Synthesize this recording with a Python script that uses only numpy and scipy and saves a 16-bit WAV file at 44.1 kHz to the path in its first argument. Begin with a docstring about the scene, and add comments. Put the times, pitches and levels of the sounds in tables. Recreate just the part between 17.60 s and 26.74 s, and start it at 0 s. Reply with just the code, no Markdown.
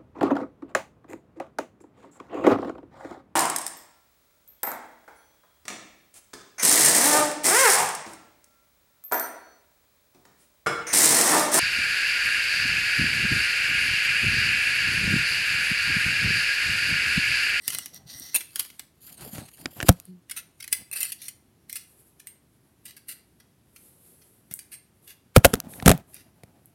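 """Handling a mouse trap

In a small room, close to a hand-held phone, a spring-loaded wooden mouse trap is picked up from a
counter and nudged about on a cloth. Its loose wires chatter on the board and ring the spring, the bait
pedal and the holding bar; skin and cloth rub. The hand bumps the phone, and near the end sets it down
with knocks that overload the microphone."""
import sys
import numpy as np
from scipy import signal
from scipy.fft import rfft, irfft
from scipy.io import wavfile
from scipy.ndimage import map_coordinates

SR = 44100
rng = np.random.default_rng(int(sys.argv[2]) if len(sys.argv) > 2 else 0)


def store_pcm(level_fs):
    """Save levels as 16-bit WAV."""
    pcm = np.round(np.clip(level_fs, -1, 1) * 32767).astype(np.int16)
    wavfile.write(sys.argv[1], SR, np.atleast_2d(pcm).T)


N = 403074
TIME = np.arange(N) / SR
OFF_COUNTER_S, ON_CLOTH_S = 1.3, 3.25  # the trap leaves the counter, then lands on the cloth


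# Wire chatter on the board. Each row: start in seconds, length in seconds, relative level in dB.
RATTLES = [(0.0795, 0.0012, -16), (0.103, 0.0047, -30), (0.121, 0.033, -39), (0.133, 0.00072, -36),
           (0.148, 0.0031, -26), (0.186, 0.0024, -26), (0.259, 0.00074, -29), (0.7477, 0.0082, -27),
           (0.7575, 0.0093, -19), (0.807, 0.0078, -37.5), (0.958, 0.0084, -29.5), (0.994, 0.003, -17.5),
           (1.005, 0.0014, -26), (1.05, 0.00048, -42), (1.1015, 0.00088, -44), (1.194, 0.0031, -33.5),
           (2.697, 0.003, -39), (2.711, 0.0077, -31.5), (2.764, 0.041, -41.5), (3.002, 0.012, -46),
           (3.025, 0.0044, -39.5), (3.041, 0.0049, -40), (3.078, 0.0018, -35), (3.127, 0.0034, -14.5),
           (3.327, 0.013, -35.5), (3.357, 0.15, -38.5), (3.405, 0.011, -28.5), (3.43, 0.0034, -20.5),
           (3.52, 0.0077, -30.5), (3.618, 0.055, -45.5), (3.683, 0.0079, -34), (4.096, 0.011, -41.5),
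           (4.128, 0.0014, -29.5), (4.156, 0.015, -33.5), (4.597, 0.0093, -50.5), (4.671, 0.00084, -35),
           (5.254, 0.016, -43), (5.276, 0.046, -53.5), (5.366, 0.013, -49), (5.484, 0.045, -40.5),
           (5.8, 0.01, -59), (6.161, 0.012, -51.5), (6.615, .012, -64), (6.911, 0.019, -45.5),
           (6.991, 0.0057, -39), (7.118, 0.039, -46.5), (7.475, 0.054, -51), (8.534, 0.087, -59)]
# Wire on wire, the board silent. Each row: start in seconds, relative level in dB.
LONE_TICKS = [(0.345, -40.5), (0.598, -35), (2.454, -45.5), (6.939, -26), (8.544, -38.5), (9.058, -48)]
# Pings of the loose holding bar. Each row: start in seconds, level in dB.
BAR_PINGS = [(4.671, -52), (5.258, -57), (5.483, -49), (7.133, -50.5)]
# Modes of the spring with its bail, and of the bar. Each row: frequency in Hz, gain in dB, t60 in seconds.
SPRING_MODES = [(2055, -3, 0.076), (2876, -1, 0.065), (4770, -5, 0.038), (6800, -8, 0.064),
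                (8470, -3.5, 0.054), (12900, -4, 0.067)]
BAR_MODES = [(8620, 8.5, 0.23), (11300, -7, .15), (15200, -4, .15)]
# Tone of struck wire, board and counter. Each row: frequency in Hz, gain in dB.
WIRE_COLOUR = [(4500, -33), (6500, -7.5), (9000, 6.5), (12000, 8.5), (16000, -4)]
WOOD_COLOUR = [(150, -28.5), (900, -20.5), (1400, -2.5), (2200, 2), (4200, -2), (6000, -1.5), (8000, -27.5)]
COUNTER_COLOUR = [(90, -26.5), (280, 3.5), (500, -11.5), (1500, -4.5), (4000, -39)]

def trap(wire_t60=0.0043, drag_s=0.0065, cloth_db=-7.5):
    """Close by, wire chatter ticks on metal and wood and rings the spring; the holding bar pings."""
    track = np.zeros(N)
    lead, t, ring_t = seconds(.04), seconds(.16), seconds(.3)
    for start, length, level_db in RATTLES:
        length = max(length, .0005)
        # light touches are duller, with more wood than wire; the cloth muffles the board
        wood_db = -22 + 0.48 * level_db + cloth_db * (start > ON_CLOTH_S)
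        # the wire drags, slips free and bounces, then the shaken parts settle
        drag = undb(-20) * unit(rng.standard_normal(len(lead)) * np.exp(-lead[::-1] / drag_s))
        burst = unit(chatter(t, length, bounce_s=0.00091, scatter_db=6, sag_db=-7))
        settling = undb(-14) * unit(chatter(t, 0.17, bounce_s=0.0021, scatter_db=2.5, sag_db=-39))
        force = np.concatenate([drag, burst + settling])
        parts = [(tick(ring_t, WIRE_COLOUR, t60=wire_t60), level_db),
                 (tick(ring_t, WOOD_COLOUR, t60=0.025), wood_db),
                 (ring(SPRING_MODES, ring_t, scatter_db=4.5, detune=0.015), level_db - 12),
                 (coil(ring_t), level_db - 6)]
        if start < OFF_COUNTER_S:
            parts.append((tick(ring_t, COUNTER_COLOUR, t60=0.047), wood_db - 12))
        weight = np.sqrt((length + 0.0012) * SR)  # a longer burst carries more energy
        for response, db in parts:
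            add(track, start - lead[-1], weight * undb(db) * unit(signal.fftconvolve(force, response)))
    for start, db in LONE_TICKS:
        add(track, start, undb(db + 22) * unit(tick(ring_t, WIRE_COLOUR, t60=wire_t60)))
    for start, db in BAR_PINGS:
        add(track, start, undb(db) * ring(BAR_MODES, ring_t))
    return track


def chatter(t, length, bounce_s, scatter_db, sag_db):
    """Force of a wire that lands and bounces on for a while."""
    gaps, sizes = rng.uniform(.2, 1.8, 256), rng.standard_normal(256)
    starts = (np.cumsum(gaps) - gaps[0]) * bounce_s
    gains = undb(scatter_db * sizes + sag_db * starts / length) * (starts < length)
    return np.bincount((starts * SR).astype(int), gains, len(t))[:len(t)]


def tick(t, points, t60, buzz_db=-27, buzz_t60=0.038):
    """Close, quickly damped modes blur into coloured noise; loose parts buzz faintly after."""
    envelope = fade(t, t60) + undb(buzz_db) * fade(t, buzz_t60)
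    return colour(rng.standard_normal(len(t)) * envelope, points)


def coil(t, low_hz=1800, high_hz=15000, count=40, t60=.04):
    """The coil has many close modes that die fast; every contact wakes a different set."""
    modes = [(hz, 0, t60) for hz in rng.uniform(low_hz, high_hz, count)]
    return ring(modes, t, scatter_db=0.5)


# Shakes of the bait pedal. Each row: start in seconds, length in seconds, relative level in dB.
JINGLES = [(0.7444, 0.02, -38), (2.766, 0.015, -51.5), (3.314, 0.0041, -53), (3.329, 0.0087, -49.5),
           (3.349, 0.018, -49), (3.384, 0.077, -52)]
# Its modes. Each row: frequency in Hz, gain in dB.
PEDAL_MODES = [(2625, 8.5), (4183, -0.5), (5650, -8), (9085, 15.5), (11500, 8), (13745, 2.5)]

def pedal(t60=0.051):
    """The bait pedal bounces on its hinge and jingles in the same few clear modes each time."""
    track, t = np.zeros(N), seconds(.2)
    for start, length, level_db in JINGLES:
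        force = chatter(t, length, bounce_s=.002, scatter_db=3, sag_db=0)
        weight = np.sqrt((length + t60 / 10) * SR)
        for hz, db in PEDAL_MODES:
            mode = np.sin(2 * np.pi * hz * t) * fade(t, t60)
            add(track, start, weight * undb(level_db + db) * unit(signal.fftconvolve(force, mode)))
    return track


# Pushes on the board. Each row: start in seconds, length in seconds, level in dB.
PUSHES = [(0, 0.24, -46), (0.33, 0.048, -45.5), (0.46, 0.28, -44.5), (3.58, 0.12, -51), (4.1, 0.11, -56.5)]
# Its resonances. Each row: frequency in Hz, width in Hz, gain in dB.
BOARD_RESONANCES = [(2000, 88, -8), (4400, 940, -12), (5680, 220, -4.5), (8800, 870, -12.5),
                    (12100, 1600, -14)]

def board_scrape():
    """The pushed board scrapes in fine ticks and sings in one resonance after another."""
    slips = friction(grain_db=7.5, flutter_db=2.5, flutter_rate=110)
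    song = resonate(slips, BOARD_RESONANCES, sway_db=3.5, drift=.008)
    return song * gestures(PUSHES, attack_share=0.19, release_share=0.99, rest_db=-90.5)


# Blows on the phone. Each row: start in seconds, force in dB, softness in dB (more thump, less click).
KNOCKS = [(1.609, -39, -1.5), (1.751, -34.5, 1), (1.782, -29.5, 5), (2.228, -20, 3), (2.286, -13.5, -3.5),
          (2.2905, 1, 4), (6.912, -42.5, 4.5), (7.763, 3.5, 2.5), (7.7673, -2, 6.5), (7.847, 1, -2.5),
          (7.8522, 3.5, 0), (7.934, -22, 6), (7.938, -11, 0.5), (8.2251, -26.5, 4), (8.2601, -5, 4),
          (8.265, -5.5, 4), (8.278, -3.5, 2.5), (8.2805, 0, 1), (8.2936, -6.5, 0), (8.3027, -6, 3.5),
          (8.315, -9.5, -1), (8.835, -40, 4)]
# Modes of its case. Each row: frequency in Hz, gain in dB, t60 in seconds.
CASE_MODES = [(185, -4, 0.08), (260, 1, 0.05), (430, 2, 0.02), (535, 0, 0.032), (690, 1, 0.026),
              (1250, -1, 0.012)]
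# Tone of a click on the case and of the palm's rumble. Each row: frequency in Hz, gain in dB.
CLICK_COLOUR = [(300, -8.5), (1500, 4), (3500, -1), (6000, -5.5), (8500, -1), (12000, 0), (16000, -16.5)]
PALM_COLOUR = [(25, -31.5), (70, -3.5), (150, 0.5), (280, -4.5), (450, -16), (700, -9), (1100, -20.5),
               (5000, -35)]

def phone_knocks(click_t60=0.015, grit_t60=.026, rumble_t60=0.081, thump_lag_s=0.002):
    """Right at the microphone, each blow gives a gritty click, a ring of the case, a thump, a shudder."""
    clicks, body, rumble = np.zeros((3, N))
    t = seconds(.2)
    for start, force_db, soft_db in KNOCKS:
        click_db, low_db = force_db - soft_db, force_db + soft_db
        add(clicks, start, undb(click_db) * noise_burst(t, click_t60))
        # a faint hiss swells just before each knock
        add(clicks, start - t[-1], undb(force_db - 26) * noise_burst(t[::-1], grit_t60))
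        # a hard blow skids on in tiny jolts
        jolts = rng.standard_normal(len(t)) * waver(9, rate=1000)[:len(t)]
        add(clicks, start, undb(click_db - 22) * jolts * fade(t, grit_t60))
        add(body, start, undb(force_db - 11) * ring(CASE_MODES, t, scatter_db=6.5, detune=0.045))
        quickness = 2 ** (0.38 * (6.5 - soft_db))  # a harder blow's thump is over sooner
        add(body, start + thump_lag_s, undb(low_db - 4) * thump(quickness * t))
        add(rumble, start, undb(low_db - 22) * noise_burst(t, rumble_t60))
    return colour(clicks, CLICK_COLOUR) + body + colour(rumble, PALM_COLOUR)


def thump(t, first_hz=175, last_hz=88):
    """The phone rocks on the soft hand and comes back to rest; the pitch sinks as the grip yields."""
    hz = last_hz + (first_hz - last_hz) * np.exp(-t / 0.0094)
    damping = np.exp(-(t / .016) ** 2)
    rocking = np.sin(2 * np.pi * np.cumsum(hz) / SR) * damping
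    recoil = t * damping
    return rocking - recoil * rocking.sum() / recoil.sum()


# Fingernail taps and ticks of the shifting case. Each row: start in seconds, level in dB.
NAIL_TAPS = [(2.0576, -15), (2.2026, -19.5), (2.2115, -24.5), (2.228, -22), (8.137, -37.5), (8.2, -32.5),
             (8.3245, -28), (8.36, -45)]
CASE_TICKS = [(2.284, -21), (2.2915, 1.5), (2.3163, -29), (2.326, -30.5), (2.4, -29), (7.782, -15),
              (7.8657, -17), (7.9443, -21), (7.9547, -21.5), (8.002, -15), (8.377, -30)]
# Their tone. Each row: frequency in Hz, gain in dB.
NAIL_COLOUR = [(100, -15), (300, -2), (900, -11.5), (1800, 1), (3500, -8), (7000, -13.5), (16000, -35)]
CASE_COLOUR = [(1500, -8.5), (5000, -8.5), (11000, -2.5), (16000, -8)]

def phone_taps():
    """Beside the microphone, fingernails tap and the case ticks as it shifts on the phone."""
    return snaps(NAIL_TAPS, NAIL_COLOUR, t60=0.011) + snaps(CASE_TICKS, CASE_COLOUR, t60=0.0043)


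def snaps(rows, points, t60):
    """Very short dry contacts, all of one colour."""
    track, t = np.zeros(N), seconds(.03)
    for start, db in rows:
        add(track, start, undb(db) * noise_burst(t, t60))
    return colour(track, points)


# Skin stroking skin or cloth. Each row: start in seconds, length in seconds, relative level in dB.
STROKES = [(0.85, 0.2, -56), (1.4, 0.12, -50), (1.53, 0.24, -47.5), (1.86, 0.14, -54.5), (2.03, 0.2, -51.5),
           (2.252, 0.033, -34), (4.24, 0.17, -60), (6.03, 0.54, -60), (7.41, 0.09, -59), (7.85, 0.057, -48),
           (8.08, 0.08, -45), (8.46, 0.1, -57.5)]
# Resonances of the hollow under the hand. Each row: frequency in Hz, width in Hz, gain in dB.
HAND_HOLLOW = [(3059, 480, -7.5), (4500, 700, -4.5), (7000, 340, -4), (9323, 540, 0.5), (11300, 1100, 1.5)]
# Tone of the cloth and the padding under it. Each row: frequency in Hz, gain in dB.
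CLOTH_COLOUR = [(500, -20), (3500, -12.5), (6000, -14.5), (9000, -1), (11500, 4.5), (16000, -17)]
PADDING_COLOUR = [(150, -29), (400, 3), (650, -7), (4000, -44)]

def rubbing():
    """Over the counter, skin scrapes through the hollow of the hand; later the padded cloth hisses."""
    catches = friction(grain_db=11, flutter_db=3.5, flutter_rate=120)
    skin = undb(1) * resonate(catches, HAND_HOLLOW, sway_db=3.5, drift=.04)
    scratches = undb(-11) * colour(catches * waver(7.8, rate=62), CLICK_COLOUR)
    hiss = colour(friction(grain_db=3, flutter_db=2, flutter_rate=25), CLOTH_COLOUR)
    scuff = undb(-11) * colour(rng.standard_normal(N), PADDING_COLOUR)
    rub = np.where(TIME > ON_CLOTH_S, hiss + scuff, skin + scratches)
    return rub * gestures(STROKES, attack_share=0.42, release_share=4.1, rest_db=-74.5)


# Fingers tightening on the phone. Each row: start in seconds, length in seconds, relative level in dB.
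SQUEEZES = [(0.05, 0.54, -55.5), (1.5, 0.18, -46), (1.73, 0.099, -41), (1.98, 0.099, -39.5),
            (2.16, 0.11, -41), (3.19, 0.032, -50.5), (7.84, 0.13, -37), (8.03, 0.26, -41.5),
            (8.25, 0.096, -28), (8.45, 0.57, -57.5)]

def grip(low_hz=130, high_hz=650, cycles=9, count=150):
    """Fingers rub on the case, and now and then a pad slips with a soft bump of its own pitch."""
    track = undb(-4) * colour(friction(grain_db=12.5, flutter_db=4.5, flutter_rate=27), PALM_COLOUR)
    t = seconds(.1)
    for when, pitch, size in rng.random((count, 3)):
        hz = low_hz * (high_hz / low_hz) ** pitch
        envelope = fade(t, cycles / hz) * (1 - np.exp(-2 * hz * t))
        bump = np.sin(2 * np.pi * hz * t) * envelope
        add(track, when * N / SR, undb(20) * size ** 2 * bump)
    return track * gestures(SQUEEZES, attack_share=0.061, release_share=1.7, rest_db=-71)


def finger_groan(start=2.472, length=0.14, hz=183, db=-39, overtone_db=-15):
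    """A fingertip sticks and slips on the case in a brief low groan."""
    track, t = np.zeros(N), seconds(length)
    phase = 2 * np.pi * np.cumsum(hz * (1 + .05 * walk(60)[:len(t)])) / SR
    swell = np.interp(t / length, [0, .15, 1], [0, 1, 0])
    add(track, start, undb(db) * swell * (np.sin(phase) + undb(overtone_db) * np.sin(2 * phase)))
    return track


def room_echoes(x, low_t60=0.38, treble_t60=.2, split_hz=6000, first_echo_s=0.0012):
    """Diffuse echoes off the walls of a small room; the treble dies sooner."""
    t = seconds(.6)
    noise = rng.standard_normal(len(t))
    low = signal.sosfilt(signal.butter(1, split_hz, fs=SR, output="sos"), noise)
    tail = low * fade(t, low_t60) + (noise - low) * fade(t, treble_t60)
    return signal.fftconvolve(x, unit(tail * (t > first_echo_s)))[:N]


# Tone of the still room. Each row: frequency in Hz, gain in dB.
ROOM_COLOUR = [(30, -26), (60, -5.5), (120, -3), (350, -9), (500, -18), (4000, -30), (16000, -37)]

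def room_tone(level_db=-63.5):
    """A faint low rush all round the microphone, its level drifting slightly."""
    return colour(rng.standard_normal(N), ROOM_COLOUR) * undb(level_db + .5 * walk(1))


def friction(grain_db, flutter_db, flutter_rate):
    """Dense tiny slips of uneven size, under a pressure that wavers."""
    slips = rng.standard_normal(N) * undb(grain_db * np.clip(rng.standard_normal(N), -2, 2))
    return np.sqrt(N) * unit(slips * waver(flutter_db, flutter_rate))


def gestures(rows, attack_share, release_share, rest_db):
    """Gain of hand movements: each swells, holds and dies to a resting level, longer ones more slowly."""
    gain = np.full(N, undb(rest_db))
    for start, length, db in rows:
        progress = (TIME - start) / length
        swell = np.clip(progress / attack_share, 0, 1)
        release = fade(np.maximum(progress - 1, 0), release_share)
        gain = np.maximum(gain, undb(db) * swell * release)
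    return gain


def ring(modes, t, scatter_db=0, detune=0):
    """Decaying modes; each grip and contact point can weight and detune them anew."""
    hz, db, t60 = np.transpose(modes)[:, :, None]
    weight, shift = np.clip(rng.standard_normal((2, *hz.shape)), -2, 2)
    gain = undb(db + scatter_db * weight) * rng.choice([-1, 1], hz.shape)
    return np.sum(gain * np.sin(2 * np.pi * hz * (1 + detune * shift) * t) * fade(t, t60), axis=0)


def resonate(x, rows, sway_db, drift, rate=12):
    """Resonances that swell and fade each on its own, and glide together as the contact moves."""
    song = np.zeros(N)
    for hz, width, db in rows:
        band = signal.lfilter(*signal.iirpeak(hz, hz / width, fs=SR), x)
        song += undb(db + sway_db * walk(rate)) * band
    place = np.cumsum(1 + drift * walk(rate))
    return np.sqrt(N) * unit(map_coordinates(song, [place], mode="mirror"))


def colour(x, points, size=2048):
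    """Causal filter of unit energy that follows (Hz, dB) points."""
    hz, db = np.transpose(points)
    bin_hz = np.arange(size + 1) * SR / (2 * size)
    log_gain = np.log(undb(np.interp(np.log(bin_hz + 1), np.log(hz), db)))
    cepstrum = irfft(log_gain)
    cepstrum[1:size] *= 2  # fold to minimum phase
    cepstrum[size + 1:] = 0
    response = unit(irfft(np.exp(rfft(cepstrum))))
    return signal.fftconvolve(x, response)[:len(x)]


def walk(rate):
    """Random drift with a spread near one, taking `rate` steps a second."""
    steps = rng.standard_normal(4096)
    return np.interp(TIME * rate, np.arange(len(steps)), steps)


def waver(spread_db, rate):
    """A gain that wanders at random about one."""
    return undb(spread_db * np.clip(walk(rate), -2, 2))


def noise_burst(t, t60):
    """White noise that dies away."""
    return rng.standard_normal(len(t)) * fade(t, t60)


def fade(t, t60):
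    """Exponential decay, 60 dB down after t60."""
    return np.exp(-np.log(1000) * t / t60)


def undb(db):
    """Decibels to gain."""
    return 10 ** (np.asarray(db) / 20)


def unit(x):
    """Scale to an energy of one."""
    return x / np.sqrt(np.sum(x ** 2) + 1e-18)


def seconds(length):
    """Time axis of a short sound."""
    return np.arange(max(int(length * SR), 2)) / SR


def add(track, start, sound):
    """Mix a sound into a track at a start in seconds."""
    i = max(int(start * SR), 0)
    track[i:i + len(sound)] += sound[:max(N - i, 0)]


def scene(drawn_back_s=3.9):
    """Trap, hands and phone in mono, over the quiet tone of the room."""
    handled = trap() + pedal() + board_scrape()
    bumps = phone_knocks() + phone_taps()
    air = room_tone()
    # once the phone is drawn back from the trap, more of the room is heard
    echo_db = -13 + 5.5 * (TIME > drawn_back_s)
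    # knocks reach the microphone through the case, so the room hardly hears them
    echoes = room_echoes(undb(echo_db) * handled + undb(-37) * bumps)
    return (handled + bumps + rubbing() + grip() + finger_groan() + air + echoes)[None]


def record(dry, bass_cut_hz=42, top_hz=16000):
    """The phone's microphone drops the deepest bass, overloads on the knocks and cuts the top."""
    thin = signal.sosfilt(signal.butter(3, bass_cut_hz, "high", fs=SR, output="sos"), dry)
    overloaded = np.tanh(thin)
    return signal.sosfilt(signal.ellip(10, .2, 80, top_hz, fs=SR, output="sos"), overloaded)


dry = scene()
out = record(dry)
store_pcm(out)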